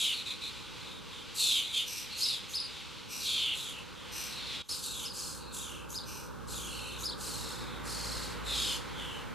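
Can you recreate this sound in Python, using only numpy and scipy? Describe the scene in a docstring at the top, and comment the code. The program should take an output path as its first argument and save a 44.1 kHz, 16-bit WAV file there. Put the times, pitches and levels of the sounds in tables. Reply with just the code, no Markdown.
"""In a cherry tree, starlings squabble: harsh falling rasps, quavering churrs, thin squeals, chirps. Each call
is a whistle from the syrinx, most shaken fast and unevenly, with overtones and hiss, scattered by the leaves.
Behind them lie far birds, a wash of wind and traffic with a brighter band that comes and goes, and an engine
that drones past in the distance. The level dips briefly midway."""
import sys
import numpy as np
from scipy import signal
from scipy.fft import rfft, irfft, next_fast_len
from scipy.io import wavfile
from scipy.ndimage import uniform_filter1d

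SR = 44100
rng = np.random.default_rng(int(sys.argv[2]) if len(sys.argv) > 2 else 0)


def generate_wav(signal):
    """Clip the signal to [-1, 1] and save it as 16-bit WAV at the path in sys.argv[1]."""
    frames = np.transpose(np.atleast_2d(signal))
    scaled = np.clip(frames, -1, 1) * 32767
    pcm = np.round(scaled).astype(np.int16)
    wavfile.write(sys.argv[1], SR, pcm)


N = 411894
TIME = np.arange(N) / SR


# rasps: t/s, length/s, attack/s, start f/Hz, end f/Hz, glide exponent, level/dB,
# start treble/dB, end treble/dB (treble re level)
RASP_CALLS = [(-.1, 0.26, 0.0017, 3926, 3057, 0.89, -31.5, 1, -16),
              (1.34, .31, 0.12, 4400, 3144, 1.05, -30, -1, -14),
              (1.718, 0.14, 0.06, 3497, 3250, 1.14, -31, -12, -12),
              (2.165, .24, 0.066, 4970, 3323, 1.03, -36, -6, -14),
              (3.195, 0.27, .01, 4300, 3900, 0.92, -39.5, -12, -17),
              (3.215, .365, 0.12, 3662, 2990, .9, -33.5, -5.5, -22.5),
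              (3.52, .23, 0.087, 3960, 3286, 1.05, -42.5, -3.5, -7),
              (4.26, 0.42, .16, 4276, 3446, 1, -44, -10, -26),
              (4.683, .14, .005, 4940, 3950, 1.3, -44, -1, 2),
              (4.795, 0.31, 0.053, 4600, 3020, 1.08, -44, 1, -3),
              (8.432, 0.36, 0.11, 3950, 2997, .7, -36, -9.5, -8)]

def rasps():
    """A fast shake of the syrinx turns a falling whistle harsh."""
    return harsh_calls(RASP_CALLS, release_s=0.077, sag_db=-3, hiss_db=2.5, fray_hz=900,
                       shake_hz=125.6, uneven=0.3, depth=0.0986, chaos=0.0504)


# churrs: columns as RASP_CALLS
CHURR_CALLS = [(5.115, 0.33, 0.1, 4850, 4440, 1, -47.5, 3, 3),
               (5.52, 0.38, .06, 4000, 2710, 1.5, -48, 9, -16.5),
               (6.465, 0.59, 0.075, 4460, 2834, 4, -47.5, 4, -9),
               (7.17, 0.51, 0.11, 4586, 3640, 1.2, -46, 5, -8.5),
               (7.83, .56, 0.084, 4690, 4130, 1.08, -43.5, -3, -5.5)]

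def churrs():
    """A slower shake makes the falling whistle quaver."""
    return harsh_calls(CHURR_CALLS, release_s=0.19, sag_db=-5.5, hiss_db=3, fray_hz=902,
                       shake_hz=38.97, uneven=0.26, depth=0.085, chaos=0.08)


# whistle with side bands: f/pitch, level/dB
CORE_PARTIALS = [(.72, -12.5), (1, 2), (1.32, -11)]
# rough overtones: f/pitch, level/dB
ROUGH_PARTIALS = [(2, -0.5), (3, 1), (4, 2)]
# open-beak hiss spectrum: f/Hz, level/dB
BEAK_SPECTRUM = [(1700, -33), (2400, -8.5), (4000, -5), (5700, -2.5), (6900, 2), (8000, -1), (9200, -3),
                 (10500, -3.5), (11900, -6), (13000, -15.5), (15000, -19)]

def harsh_calls(rows, release_s, sag_db, hiss_db, fray_hz, **shake):
    """A shaken whistle sinks and sags as the push runs out; forcing it adds overtones and hiss."""
    out = np.zeros(N)
    for start_s, length_s, attack_s, start_hz, end_hz, bend, db, start_treble_db, end_treble_db in rows:
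        t = span(start_s, start_s + length_s)
        push = np.clip(1 - (t - start_s) / length_s, 0, 1)
        hz = end_hz + (start_hz - end_hz) * push ** abs(bend)
        treble_db = end_treble_db + (start_treble_db - end_treble_db) * push
        phase, throb = syrinx(t, hz, flutter_db=2, crest_db=-0.44, **shake)
        core = unit(sum(undb(d) * np.sin(k * phase) for k, d in CORE_PARTIALS))
        core *= 1 - np.exp((push - 1) / 0.085)  # builds up behind the hiss
        # turbulence widens each overtone into a band
        overtones = unit(sum(undb(d) * np.sin(k * phase) * walk(t, fray_hz) for k, d in ROUGH_PARTIALS))
        hiss = undb(hiss_db) * rng.standard_normal(N // 8)[:len(t)]
        treble = unit(colour(overtones + hiss, BEAK_SPECTRUM))
        envelope = undb(db + sag_db * (1 - push)) * fade(t, attack_s, release_s)
        add(out, t, (core + undb(treble_db) * treble) * throb * envelope)
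    return out


def syrinx(t, hz, shake_hz, uneven, depth, chaos, flutter_db, crest_db):
    """Phase and gain of a shaken whistle; depth (swing) and chaos (jitter) are shares of the pitch."""
    swing_hz = shake_hz * (1 + uneven * walk(t, shake_hz))
    swing = np.sin(phase_of(swing_hz))
    vibrato = depth * swing * (1 + uneven * walk(t, shake_hz))
    jitter = chaos * np.tanh(walk(t, 1500))
    throb = undb(flutter_db * walk(t, 350) + crest_db * swing)
    return phase_of(hz * (1 + vibrato + jitter)), unit(throb)


def simple_calls(rows, partials, sink_hz_per_s, rise, fall, hiss_db, **shake):
    """Shaken, steadily sinking whistles. Rise, fall: shares of the length. Partials: f/pitch, dB."""
    out = np.zeros(N)
    for start_s, length_s, mid_hz, db in rows:
        t = span(start_s, start_s + length_s)
        hz = mid_hz - sink_hz_per_s * (t - t.mean())
        phase, throb = syrinx(t, hz, flutter_db=2.5, **shake)
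        voice = unit(sum(undb(d) * np.sin(k * phase) for k, d in partials))
        hiss = unit(colour(rng.standard_normal(N // 8)[:len(t)], BEAK_SPECTRUM))
        envelope = undb(db) * fade(t, rise * length_s, fall * length_s)
        add(out, t, (voice + undb(hiss_db) * hiss) * throb * envelope)
    return out


# second voice: t/s, length/s, mid f/Hz, level/dB
QUAVER_CALLS = [(5.14, .23, 4780, -49.5), (6.47, .16, 4580, -54), (7.18, 0.55, 4920, -53.5),
                (7.85, .52, 4860, -50.5), (8.53, .28, 4690, -42.5)]

def quavers():
    """The other side of the syrinx sings above the harsh calls."""
    return simple_calls(QUAVER_CALLS, [(1, -3), (1.5, -13.5)], sink_hz_per_s=400, rise=0.13, fall=0.48,
                        hiss_db=-4, shake_hz=39.3, uneven=0.0234, depth=0.111, chaos=0.0255, crest_db=0)


# squeals: t/s, length/s, mid f/Hz, level/dB
SQUEAL_CALLS = [(1.85, 0.23, 5500, -43.5), (3.08, .25, 5440, -44.5), (4.105, .27, 5560, -44.5),
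                (6.045, .26, 5640, -50.5)]
# squeal partials: f/pitch, level/dB
SQUEAL_TONE = [(.43, -3.5), (.5, -3.5), (0.739, -2), (.9, 0), (1.04, 4), (1.52, -2.5), (2.14, -1.5)]

def squeals():
    """Thin, high whistles with inharmonic partials."""
    return simple_calls(SQUEAL_CALLS, SQUEAL_TONE, sink_hz_per_s=906, rise=0.22, fall=0.64,
                        hiss_db=-7.5, shake_hz=72.7, uneven=0.117, depth=0.057, chaos=0.0377, crest_db=1)


# chirps: t/s, later arch length/s, first top f/Hz, drop per arch/Hz, level/dB, lead-in level/dB
CHIRP_CALLS = [(2.213, .04, 5240, 152, -33.5, -47.5), (2.534, 0.043, 5120, 99, -34, -52),
               (4.684, 0.026, 5300, 99.5, -38, -55), (5.034, 0.041, 5220, 150, -42.5, -57),
               (5.94, 0.033, 5170, 483, -42, -50), (7.03, .029, 5240, 632, -37, -49.5)]

def chirps(first_arch_s=0.051, first_foot_hz=3470, arch_step_db=-4, foot_db=-10.5,
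           lead_s=0.055, overlap_s=0.043, lead_hz=6600):
    """A short high rasp breaks into a hoarse whistle that arches three times, each lower and weaker."""
    out = np.zeros(N)
    for start_s, arch_s, top_hz, drop_hz, db, _ in CHIRP_CALLS:
        feet_s = np.append(start_s, start_s + first_arch_s + arch_s * np.arange(3))
        t = span(start_s, feet_s[-1])
        arch, progress = np.divmod(np.interp(t, feet_s, np.arange(4)), 1)
        height = np.sin(np.pi * progress ** 1.2) ** 0.8  # late, rounded top
        foot_hz = first_foot_hz - 0.4 * drop_hz * (arch + progress)
        hz = (top_hz - drop_hz * arch) * height + foot_hz * (1 - height)
        level_db = db + arch_step_db * arch + foot_db * (1 - height) + 4 * walk(t, 396)
        quiver = 1 + 0.0295 * walk(t, 1400)
        phase = phase_of(uniform_filter1d(hz, size=260) * quiver)
        voice = unit(np.sin(phase) + undb(-15) * np.sin(2 * phase) * walk(t, 900))
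        add(out, t, voice * undb(level_db) * fade(t, 0.0037, 0.005))
    leads = [(start_s - lead_s, lead_s + overlap_s, lead_hz, db) for start_s, *_, db in CHIRP_CALLS]
    return out + simple_calls(leads, [(1, 0), (1.8, -5)], sink_hz_per_s=1720, rise=0.36, fall=0.42,
                              hiss_db=-1, shake_hz=157, uneven=0.287, depth=0.037, chaos=0.082,
                              crest_db=-2.5)


# calls deeper in the tree: t/s, length/s, mid f/Hz, level/dB
DEEP_CALLS = [(.11, 0.13, 3980, -41), (.25, 0.099, 3820, -40), (.405, 0.11, 3830, -42.5),
              (.53, 0.21, 3700, -54), (.77, 0.27, 3710, -52.5), (1.1, .18, 3445, -52.5),
              (1.61, 0.16, 3680, -42.5), (2.1, 0.14, 4130, -45.5), (2.66, 0.21, 3560, -53),
              (3.72, .12, 2900, -50), (3.92, .25, 3230, -56), (4.0, 0.17, 4500, -65),
              (5.37, 0.24, 4090, -55.5), (6.66, 0.47, 3980, -51), (7.58, 0.28, 3720, -54),
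              (8.93, 0.32, 3080, -47)]

def deep_calls():
    """Birds deeper in the tree: shaken whistles with little treble."""
    partials = [(0.63, -7), (1, 3.5), (2, -34)]
    return simple_calls(DEEP_CALLS, partials, sink_hz_per_s=1700, rise=0.23, fall=0.48,
                        hiss_db=-13, shake_hz=109.9, uneven=0.3, depth=0.077, chaos=0.062, crest_db=0.5)


# throat and beak response: f/Hz, gain/dB
THROAT_RESPONSE = [(1800, -8.5), (2400, 3), (3400, 1), (5700, 0.5), (7000, 1.5), (12000, 1), (13500, 0.5)]

def throat(calls):
    """Throat and beak set the band in which the calls radiate."""
    return colour(calls, THROAT_RESPONSE)


# stereo width of birds: f/Hz, side re mid/dB
BIRD_SIDE = [(2500, -16.5), (4000, -13), (6000, -9.5), (9000, -4), (13000, -3)]

def foliage(calls, leaves_db=-4, leaves_t60_s=0.23, garden_db=-15, garden_t60_s=0.61, side_t60_s=0.26):
    """Leaves scatter the calls at once, the garden answers later; the treble spreads widest."""
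    t = TIME[:SR]
    near, far, spread = rng.standard_normal((3, SR))
    leaves = undb(leaves_db) * unit(near * undb(-60 * t / leaves_t60_s))
    garden = undb(garden_db) * unit(far * undb(-60 * t / garden_t60_s) * np.minimum(t / 0.023, 1))
    sideways = unit(spread * undb(-60 * t / side_t60_s))
    mid = calls + signal.fftconvolve(calls, (leaves + garden) / np.sqrt(SR))[:N]
    side = colour(signal.fftconvolve(calls, sideways / np.sqrt(SR))[:N], BIRD_SIDE)
    return np.array([mid + side, mid - side])


# far flock: t/s, level/dB
FLOCK_LEVEL = [(0, -47.5), (1.1, -52.5), (2.2, -48), (2.9, -51), (3.9, -52.5), (4.55, -43), (4.9, -65.5),
               (6.4, -63.5), (8.6, -50.5), (9.34, -55)]
# its spectrum: f/Hz, level/dB
FLOCK_SPECTRUM = [(1300, -17), (2000, -6), (2600, -1), (4000, -0.5), (5200, -9), (8000, -16.5),
                  (14000, -31)]

def far_flock():
    """Distant birds blur into a wavering band of noise."""
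    return wash(FLOCK_LEVEL, FLOCK_SPECTRUM, BIRD_SIDE, wander_db=1.9, wander_hz=9)


# far wind and traffic: t/s, level/dB
AIR_LEVEL = [(0.0, -53.5), (0.91, -51.5), (1.79, -54.5), (4.03, -51.5), (4.66, -51.5), (8.11, -45),
             (9.34, -46.5)]
# their spectrum: f/Hz, level/dB
AIR_SPECTRUM = [(20, -22), (50, 1.5), (100, 1.5), (200, 0), (400, -3), (490, 1), (600, -6.5), (690, -19.5),
                (810, -2.5), (1000, -1), (1540, -2.5), (1900, -19), (6000, -24), (15000, -32)]
# their stereo width: f/Hz, side re mid/dB
AIR_SIDE = [(30, 6), (125, 6.5), (250, 7), (500, 0.5), (1000, -5), (2000, -13), (8000, 0)]

def wind_and_traffic():
    """Far wind and traffic merge into a low, wide wash."""
    return wash(AIR_LEVEL, AIR_SPECTRUM, AIR_SIDE, wander_db=0.15, wander_hz=6)


# brighter band of far wind and traffic: t/s, level/dB
BRIGHT_AIR_LEVEL = [(0, -98), (4.4, -53), (4.9, -78), (6.5, -74), (7.8, -50), (9.34, -51.5)]
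# its spectrum: f/Hz, level/dB
BRIGHT_AIR_SPECTRUM = [(150, -10), (700, -1.5), (2050, 3), (3000, -6), (12000, -54)]

def bright_air():
    """A brighter band of far wind and traffic swells and fades."""
    return wash(BRIGHT_AIR_LEVEL, BRIGHT_AIR_SPECTRUM, AIR_SIDE, wander_db=0.8, wander_hz=8)


# engine pass: t/s, firing f/Hz, level/dB
ENGINE_PASS = [(0, 56.5, -74), (4.8, 59.8, -62), (5.7, 62, -53), (6.05, 60.8, -65), (6.5, 58.96, -47.5),
               (7.5, 57.15, -49), (8.2, 56, -43), (8.8, 54.8, -49), (9.34, 54.3, -62)]
# engine harmonics: order, level/dB
ENGINE_HARMONICS = [(1, 0.5), (2, -7), (3, -11)]

def engine(left_db=-5):
    """A far engine swells, then sinks in pitch as it passes on the right."""
    firing_hz, db = read(ENGINE_PASS)
    phase = phase_of(firing_hz * (1 + 0.0113 * walk(TIME, 9)))
    drone = sum(undb(d + 2 * walk(TIME, 6.4)) * np.sin(k * phase) for k, d in ENGINE_HARMONICS)
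    return np.outer([undb(left_db), 1], drone * undb(db))


def wash(levels, spectrum, width, wander_db, wander_hz):
    """Stereo noise band on a wandering level curve."""
    db = read(levels)[0] + wander_db * walk(TIME, wander_hz)
    mid, side = colour(rng.standard_normal((2, N)), spectrum)
    side = colour(side, width)
    return np.array([mid + side, mid - side]) / np.std(mid) * undb(db)


def colour(x, points):
    """Filter by points of f/Hz, gain/dB."""
    hz, db = np.transpose(points)
    size = next_fast_len(x.shape[-1])
    bins_hz = np.maximum(np.fft.rfftfreq(size, 1 / SR), 1)
    gain = undb(np.interp(np.log(bins_hz), np.log(hz), db))
    return irfft(rfft(x, size) * gain, size)[..., :x.shape[-1]]


def undb(db):
    """Decibels to gain."""
    return 10 ** (np.asarray(db) / 20)


def unit(x):
    """Scale to rms 1."""
    return x / np.sqrt(np.mean(x ** 2))


def phase_of(hz):
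    """Running phase/rad."""
    return 2 * np.pi * np.cumsum(hz) / SR


def read(table):
    """Columns of a time curve at every sample."""
    times_s, *columns = np.transpose(table)
    return [np.interp(TIME, times_s, column) for column in columns]


def walk(t, rate_hz):
    """Random wander, spread near 1."""
    return np.interp((t - t[0]) * rate_hz, np.arange(8192), rng.standard_normal(8192))


def span(start_s, end_s):
    """Sample times of a call."""
    return TIME[max(int(start_s * SR), 0):int(end_s * SR)]


def fade(t, rise_s, fall_s):
    """Quarter-sine attack and release."""
    ramp = np.minimum((t - t[0]) / rise_s, (t[-1] - t) / fall_s)
    return np.sin(np.pi / 2 * np.clip(ramp, 0, 1))


def add(track, t, sound):
    """Mix a sound in at its times."""
    first = int(round(t[0] * SR))
    track[first:first + len(t)] += sound


def scene():
    """Birds in the tree over the distant background."""
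    calls = rasps() + churrs() + quavers() + squeals() + deep_calls() + chirps()
    birds = foliage(throat(calls))
    air = (wind_and_traffic() + bright_air()) * undb([[-0.7], [0.7]])  # slightly right
    return birds + far_flock() + air + engine()


def record(dry, dip_start_s=4.622, dip_end_s=4.69, dip_db=-14.0, cutoff_hz=15050):
    """The level dips briefly midway; the top is cut steeply."""
    in_dip = (TIME > dip_start_s) & (TIME < dip_end_s)
    gain_db = uniform_filter1d(np.where(in_dip, dip_db, 0), size=180)
    lowpass = signal.ellip(10, 0.2, 70, cutoff_hz, fs=SR, output="sos")
    return signal.sosfilt(lowpass, dry * undb(gain_db))


dry = scene()
out = record(dry)
generate_wav(out)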